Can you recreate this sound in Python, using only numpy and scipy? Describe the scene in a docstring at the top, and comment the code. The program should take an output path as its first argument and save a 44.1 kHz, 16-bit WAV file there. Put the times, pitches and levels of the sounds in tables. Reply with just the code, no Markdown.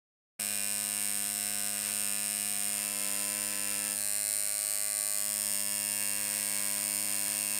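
"""A rotary tattoo machine, close to the microphone in a small studio, buzzes at about 102 strokes a second.
Every stroke clacks in the metal frame and shakes the body into a hum; the needle thumps and rasps on skin.
The hand presses in, lifts the machine for a second, when it runs a little faster and cleaner, then sets
it down in a new grip. Behind it are quiet room air and a faint, wavering low drone."""
import sys
import numpy as np
from scipy import signal
from scipy.fft import rfft, irfft, next_fast_len
from scipy.io import wavfile
from scipy.ndimage import map_coordinates

SR = 44100
rng = np.random.default_rng(int(sys.argv[2]) if len(sys.argv) > 2 else 0)


def waveform_to_disk(signal):
    """Save audio, clipped to [-1, 1], as 16-bit WAV at the path in sys.argv[1]."""
    frames = np.transpose(np.atleast_2d(signal))
    scaled = np.clip(frames, -1, 1) * 32767
    samples = np.round(scaled).astype(np.int16)
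    wavfile.write(sys.argv[1], SR, samples)


N = 334719
TIME_S = np.arange(N) / SR
FFT_SIZE = next_fast_len(N + SR // 2)
TOP_HZ = 15830
START_S, FIRST_BLOW_S = .391, .4
PRESS_S, PRESS_TAKES_S = 2.55, .4  # the hand presses in
LEAVE_S, TOUCH_S = 3.93, 5.14  # the needle leaves the skin and meets it again


def amp(db):
    """Decibels as amplitude."""
    return 10 ** (np.asarray(db) / 20)


def unit(x):
    """x at rms 1."""
    return x / np.sqrt(np.mean(x ** 2) + 1e-20)


def ramp(start_s, length_s):
    """A move from 0 to 1."""
    return np.clip((TIME_S - start_s) / length_s, 0, 1)


def wobble(rate):
    """A smooth random curve, rate knots a second."""
    knots = rng.standard_normal(int(N * rate / SR) + 4)
    coarse = np.arange(0, N + 32, 32)
    return np.interp(np.arange(N), coarse, map_coordinates(knots, [coarse * rate / SR]))


def filtered(x, response):
    """x shaped by a response that is a function of Hz."""
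    hz = np.fft.rfftfreq(FFT_SIZE, 1 / SR)
    return irfft(rfft(x, FFT_SIZE) * response(hz), FFT_SIZE)[:N]


def dulled(x, edge_hz):
    """x with the treble above edge_hz rolled off."""
    return filtered(x, lambda hz: 1 / np.sqrt(1 + (hz / edge_hz) ** 8))


def noise(spectrum):
    """Noise of rms 1 coloured by (Hz, dB) points."""
    points_hz, db = np.transpose(spectrum)
    white = rng.standard_normal(N)
    return unit(filtered(white, lambda hz: amp(np.interp(np.log(hz + 1), np.log(points_hz), db))))


def hand():
    """Shares of the four grips through time: resting, pressed in, lifted, set down anew."""
    press, leave = ramp(PRESS_S, PRESS_TAKES_S), ramp(LEAVE_S, length_s=.099)
    settle_s = .16
    settled = 1 - np.exp(-np.maximum(TIME_S - TOUCH_S, 0) / settle_s)
    return np.array([1 - press, press - leave, leave - settled, settled])


def motor():
    """Strokes a second and strokes done: the skin's load slows the motor, and it runs free when lifted."""
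    rest_hz = 102.0325
    pressed_hz, free_hz, new_grip_hz = -.1235, .8416, -.069  # changes from the resting rate
    press = ramp(PRESS_S, PRESS_TAKES_S)
    lift, lower = ramp(3.95, length_s=.12), ramp(4.853, length_s=.861)
    rate = rest_hz + pressed_hz * (press - lift) + free_hz * (lift - lower) + new_grip_hz * lower
    turns = np.cumsum(rate + .025 * wobble(14)) / SR
    return rate, turns - turns[round(FIRST_BLOW_S * SR)]


def rattle_envelope(rate, turns):
    """Strength of the loose rattle, rising and falling within every stroke."""
    # Rattle from blow to blow. Each row: time after the blow in ms, relative level in dB.
    stroke = [(0, -6), (.5, -3), (.9, -16), (1.7, -20), (3, -23), (5.2, -1), (8.6, -1.5), (9.3, -13),
              (9.8, -17)]
    since_blow_ms = 1000 * (turns % 1) / rate
    return unit(amp(np.interp(since_blow_ms, *np.transpose(stroke))))


def blows(at_s, size_db, jitter_ms):
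    """Impacts as pulses placed between samples, each slightly different in size and timing."""
    chance = rng.standard_normal((len(at_s), 2))
    at = (at_s + chance[:, 0] * jitter_ms / 1000) * SR
    taps = at.astype(int)[:, None] + np.arange(-7, 9)
    offset = taps - at[:, None]
    windowed_sinc = np.sinc(offset) * np.cos(np.pi * offset / 16) ** 2
    pulses = windowed_sinc * amp(size_db * chance[:, 1:])
    return np.bincount(np.clip(taps, 0, N).ravel(), pulses.ravel(), N + 1)[:N]


def clack(turns, rattling, pose, grips, contact):
    """Metal strikes and rebounds on every stroke; it rattles more when the skin loads the needle."""
    # Lighter contacts: rebounds, then the return stroke. Each row: delay in ms, level against the blow in dB.
    light_contacts = [(1.148, -16), (1.646, -14), (2.372, -12), (5.196, -15)]
    unloaded_lag_ms, bar_play_ms = .057, .0061
    free_db, loaded_db = -16, -9.5  # rattle against the strokes
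    blow_samples = np.searchsorted(turns, np.arange(int(turns[-1]) + 1))
    blow_s = np.interp(np.arange(len(blow_samples)), turns, TIME_S)
    rebounds = np.zeros(N)
    for ms, db in light_contacts:
        # rebounds come later off the skin, and wander with the play in the needle bar
        shift_ms = unloaded_lag_ms * (1 - contact) + bar_play_ms * wobble(3.02)
        rebound_s = blow_s + (ms + shift_ms[blow_samples]) / 1000
        rebounds += amp(db) * blows(rebound_s, size_db=1.2, jitter_ms=.004)
    strokes = unit(blows(blow_s, size_db=.5, jitter_ms=.0035) + dulled(rebounds, edge_hz=10500))
    rattle = amp(free_db + (loaded_db - free_db) * contact) * rattling * rng.standard_normal(N)
    direct = strokes + rattle
    reflected = amp(-10) * dulled(reflections(direct, pose, t60_s=.06), edge_hz=12500)
    return unit(frame(direct + reflected, grips))


def frame(x, grips, spread_ms=.656, split_s=.00042):
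    """The frame rings, damped differently by each grip, and draws each blow out to about a millisecond."""
    # Resonances of frame and needle tube. Each row: centre in Hz, width in Hz, then relative level in dB
    # resting, pressed in, lifted and in the new grip.
    resonances = [(3170, 590, -16, -16, -24, -17), (3960, 570, -16.5, -15.5, -18.5, -19),
                  (4420, 430, -40.5, -20.5, -8.5, -15.5), (5230, 990, -12, -11, -14.5, -10),
                  (7550, 2310, -13, -10.5, -10, -10.5), (7830, 360, -11, -20.5, -4.5, -13.5),
                  (8690, 980, -5, -4.5, -4, -4), (9160, 590, -2, -1, 2.5, -2),
                  (10250, 1880, -13, -10.5, -13.5, -11), (12150, 550, -13.5, -12, -11.5, -36),
                  (13260, 1470, -11, -10, -8, -9.5), (14340, 1700, -17, -21, -15, -11.5),
                  (15260, 920, -21, -15.5, -22, -21)]
    hz = np.fft.rfftfreq(FFT_SIZE, 1 / SR)
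    modes = np.array([1 / (1 + 2 * ((hz - centre) / width) ** 2) ** 4 for centre, width, *_ in resonances])
    mode_power = amp(np.array(resonances)[:, 2:].T) ** 2
    colours = np.sqrt(mode_power @ modes)
    delay_s = spread_ms / 1000 * (hz / TOP_HZ - .6)  # the treble leaves the frame a little late
    ripple = np.sin(2 * np.pi * hz * split_s)  # in phase: splits the blow into take-up, strike and recoil
    lag = np.exp(1j * ripple - 2j * np.pi * np.cumsum(delay_s) * hz[1])
    return sum(share * unit(filtered(x, lambda _: colour * lag)) for share, colour in zip(grips, colours))


def reflections(x, pose, t60_s):
    """Arm, bench and near walls answer; the paths change whenever the hand moves."""
    t = np.arange(SR // 10) / SR
    tails = amp(-60 * t / t60_s) * rng.standard_normal((2, len(t)))
    first, second = signal.fftconvolve(x[None], tails, axes=1)[:, :N]
    angle = 2.56 * pose + .54 * wobble(2.586)
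    return unit(np.cos(angle) * first + np.sin(angle) * second)


def off_arm(x, pressed, sway, echo_share=.14):
    """x plus its echo off the arm; the changing gap shifts notches through the treble."""
    close_in_s, move_s = 5.9, .19
    drawn_back = ramp(LEAVE_S, move_s) - ramp(close_in_s, move_s)
    drift_ms = .015 * wobble(2.49) + .042 * sway
    delay_ms = .4665 - .05 * pressed + .1 * drawn_back + drift_ms
    echo = map_coordinates(x, [np.arange(N) - delay_ms * SR / 1000])
    return (x + echo_share * echo) / np.sqrt(1 + echo_share ** 2)


def body_hum(turns, grips, contact, upper_db, bass_db, scatter_rad=.9):
    """The shaking body hums on multiples of the stroke rate, which waver with the needle's load."""
    # Shaking of the body. Each row: multiple of the stroke rate, then relative level in dB resting,
    # pressed in, lifted and in the new grip.
    shake = [(1, -64.5, -66, -67, -63.5), (2, -52, -52.5, -61.5, -53), (3, -60.5, -56.5, -66, -58),
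             (4, -68.5, -74, -73, -84), (5, -60, -56.5, -64.5, -58.5), (6, -58.5, -56, -54, -56.5),
             (7, -56.5, -59, -61, -60.5), (8, -71.5, -63, -64, -66), (9, -67.5, -63, -66, -61.5),
             (10, -63.0, -57.5, -72, -58), (11, -68.5, -72, -62, -64.5), (12, -61, -70, -63.5, -66),
             (13, -67.5, -59, -71.0, -65), (14, -61, -73, -67.5, -67.5), (15, -61.0, -65, -62.5, -65.5),
             (16, -58, -60.5, -57, -55.5), (17, -58.5, -55.5, -60.5, -58.5), (18, -76.5, -65, -62, -62.5),
             (19, -60, -57.5, -60.5, -59.0), (20, -59.5, -75, -57, -61), (21, -60.5, -56.5, -63.5, -58),
             (22, -56, -62.5, -59, -54.5), (23, -64.5, -58, -64.0, -65.5), (24, -53.5, -57.0, -58.5, -59.0),
             (25, -60.5, -58, -58, -55.5), (26, -55, -54, -60, -58.5), (27, -55.5, -53.5, -61, -51),
             (28, -54.5, -59, -61, -60)]
    thump_lead_strokes, thump_top_order = .3418, 14  # the needle thumps ahead of the clack
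    strongest_db = np.max(np.array(shake)[:, 1:])
    hum = np.zeros(N)
    for order, *grip_db in shake:
        height = order / len(shake)
        level_db = np.dot(grip_db, grips) + height * upper_db + bass_db * np.exp(-(order / 3.8) ** 2)
        # high and weak multiples fade and return the most as the pressure changes
        frailty = np.sqrt(height) * (1 + (strongest_db - level_db) / 20)
        level_db += 2 * frailty * (wobble(1.974) + .5 * wobble(7))
        flutter = .35 * height * contact * wobble(25)
        # low multiples gather at the thump, high ones at the blow
        lead = 2 * np.pi * thump_lead_strokes * min(order, thump_top_order)
        phase = lead + scatter_rad * rng.standard_normal() + flutter
        hum += amp(level_db) * np.cos(2 * np.pi * order * turns + phase)
    return np.sqrt(2) * hum


def needle_rasp(rattling, lifted):
    """The needle scratches the uneven skin, hardest as it strikes and while it digs in."""
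    # Colour of the scratch. Each row: frequency in Hz, relative spectral level in dB.
    spectrum = [(250, -13.5), (600, -7), (1000, -6), (1500, -0.5), (2000, 3.5), (2800, 0.5), (3600, -1),
                (6000, -1.5), (12000, -39)]
    # The needle digs deeper. Each row: start in seconds, length in seconds, extra rasp in dB.
    digs = [(1.55, .36, 3), (2.5, 1.42, 4), (6.15, 1.5, 3.5)]
    edge_s = .045
    dig_db = sum(db * (ramp(s, edge_s) - ramp(s + length, edge_s)) for s, length, db in digs)
    scratch = unit(rattling + .5) * noise(spectrum)
    uneven_db = 1.5 * (wobble(15) + wobble(4.28))
    return amp(-54 + dig_db + uneven_db - 2 * lifted) * scratch


def tattoo_machine():
    """Close up, one motor drives the clack, the hum and the rasp; the grip colours them."""
    # Needle slips: the upper hum dips or, once, swells. Each row: time in seconds, change at its top in dB.
    slips = [(1.33, -3.5), (1.72, -3), (1.82, -5), (3.96, -5), (5.63, -2), (6.02, 3.5)]
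    slip_s = .022
    slip_db = sum(db * np.exp(-((TIME_S - s) / slip_s) ** 2) for s, db in slips)
    grips = hand()
    _, pressed, lifted, regripped = grips
    contact = 1 - lifted
    sway = lifted * wobble(4)  # the unsupported hand sways
    pose = np.arange(len(grips)) @ grips + .32 * sway  # hand position, counted in grips
    rate, turns = motor()
    rattling = rattle_envelope(rate, turns)
    metal = clack(turns, rattling, pose, grips, contact)
    grip_db = -.4 * pressed + 1.66 * lifted + .2 * regripped
    clack_db = -33.5 + grip_db + .25 * slip_db + .3 * wobble(12)
    clacks = amp(clack_db) * off_arm(metal, pressed, sway)
    bass_db = 11 * lifted * (.5 - ramp(LEAVE_S, length_s=.76))  # the lifted machine's bass keeps fading
    upper_db = slip_db + .65 * wobble(8.8)
    hum = amp(-.6) * body_hum(turns, grips, contact, upper_db, bass_db)
    return clacks + hum + needle_rasp(rattling, lifted)


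def room_tone():
    """Quiet studio air and a low drone that wavers in pitch and level."""
    # Course of the drone. Each row: time in seconds, centre pitch in Hz, centre level in dB.
    course = [(0.42, 50.8, -71), (1.18, 50.8, -68), (2.26, 55.7, -68), (6.9, 58.5, -76)]
    # Colour of the room air. Each row: frequency in Hz, relative spectral level in dB.
    air = [(25, -45), (40, -22), (65, 5), (120, -2), (180, 4), (260, 1), (450, -28), (1000, -12),
           (4000, -7), (15000, -24)]
    times_s, *columns = np.transpose(course)
    hz, db = [np.interp(TIME_S, times_s, column) for column in columns]
    cycles = np.cumsum(hz + 1.3 * wobble(8)) / SR
    drone = amp(db + 2.6 * wobble(7.05)) * np.sqrt(2) * np.sin(2 * np.pi * cycles)
    return drone + amp(-67) * noise(air)


def scene():
    """One microphone: silence, then machine and room set in at once."""
    onset = ramp(START_S, length_s=.0047)
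    return (onset * (tattoo_machine() + room_tone()))[None]


def record(dry):
    """The recorder's band ends steeply at TOP_HZ."""
    return np.array([filtered(x, lambda hz: np.clip((TOP_HZ - hz) / 100 + .5, 0, 1)) for x in dry])


dry = scene()
out = record(dry)
waveform_to_disk(out)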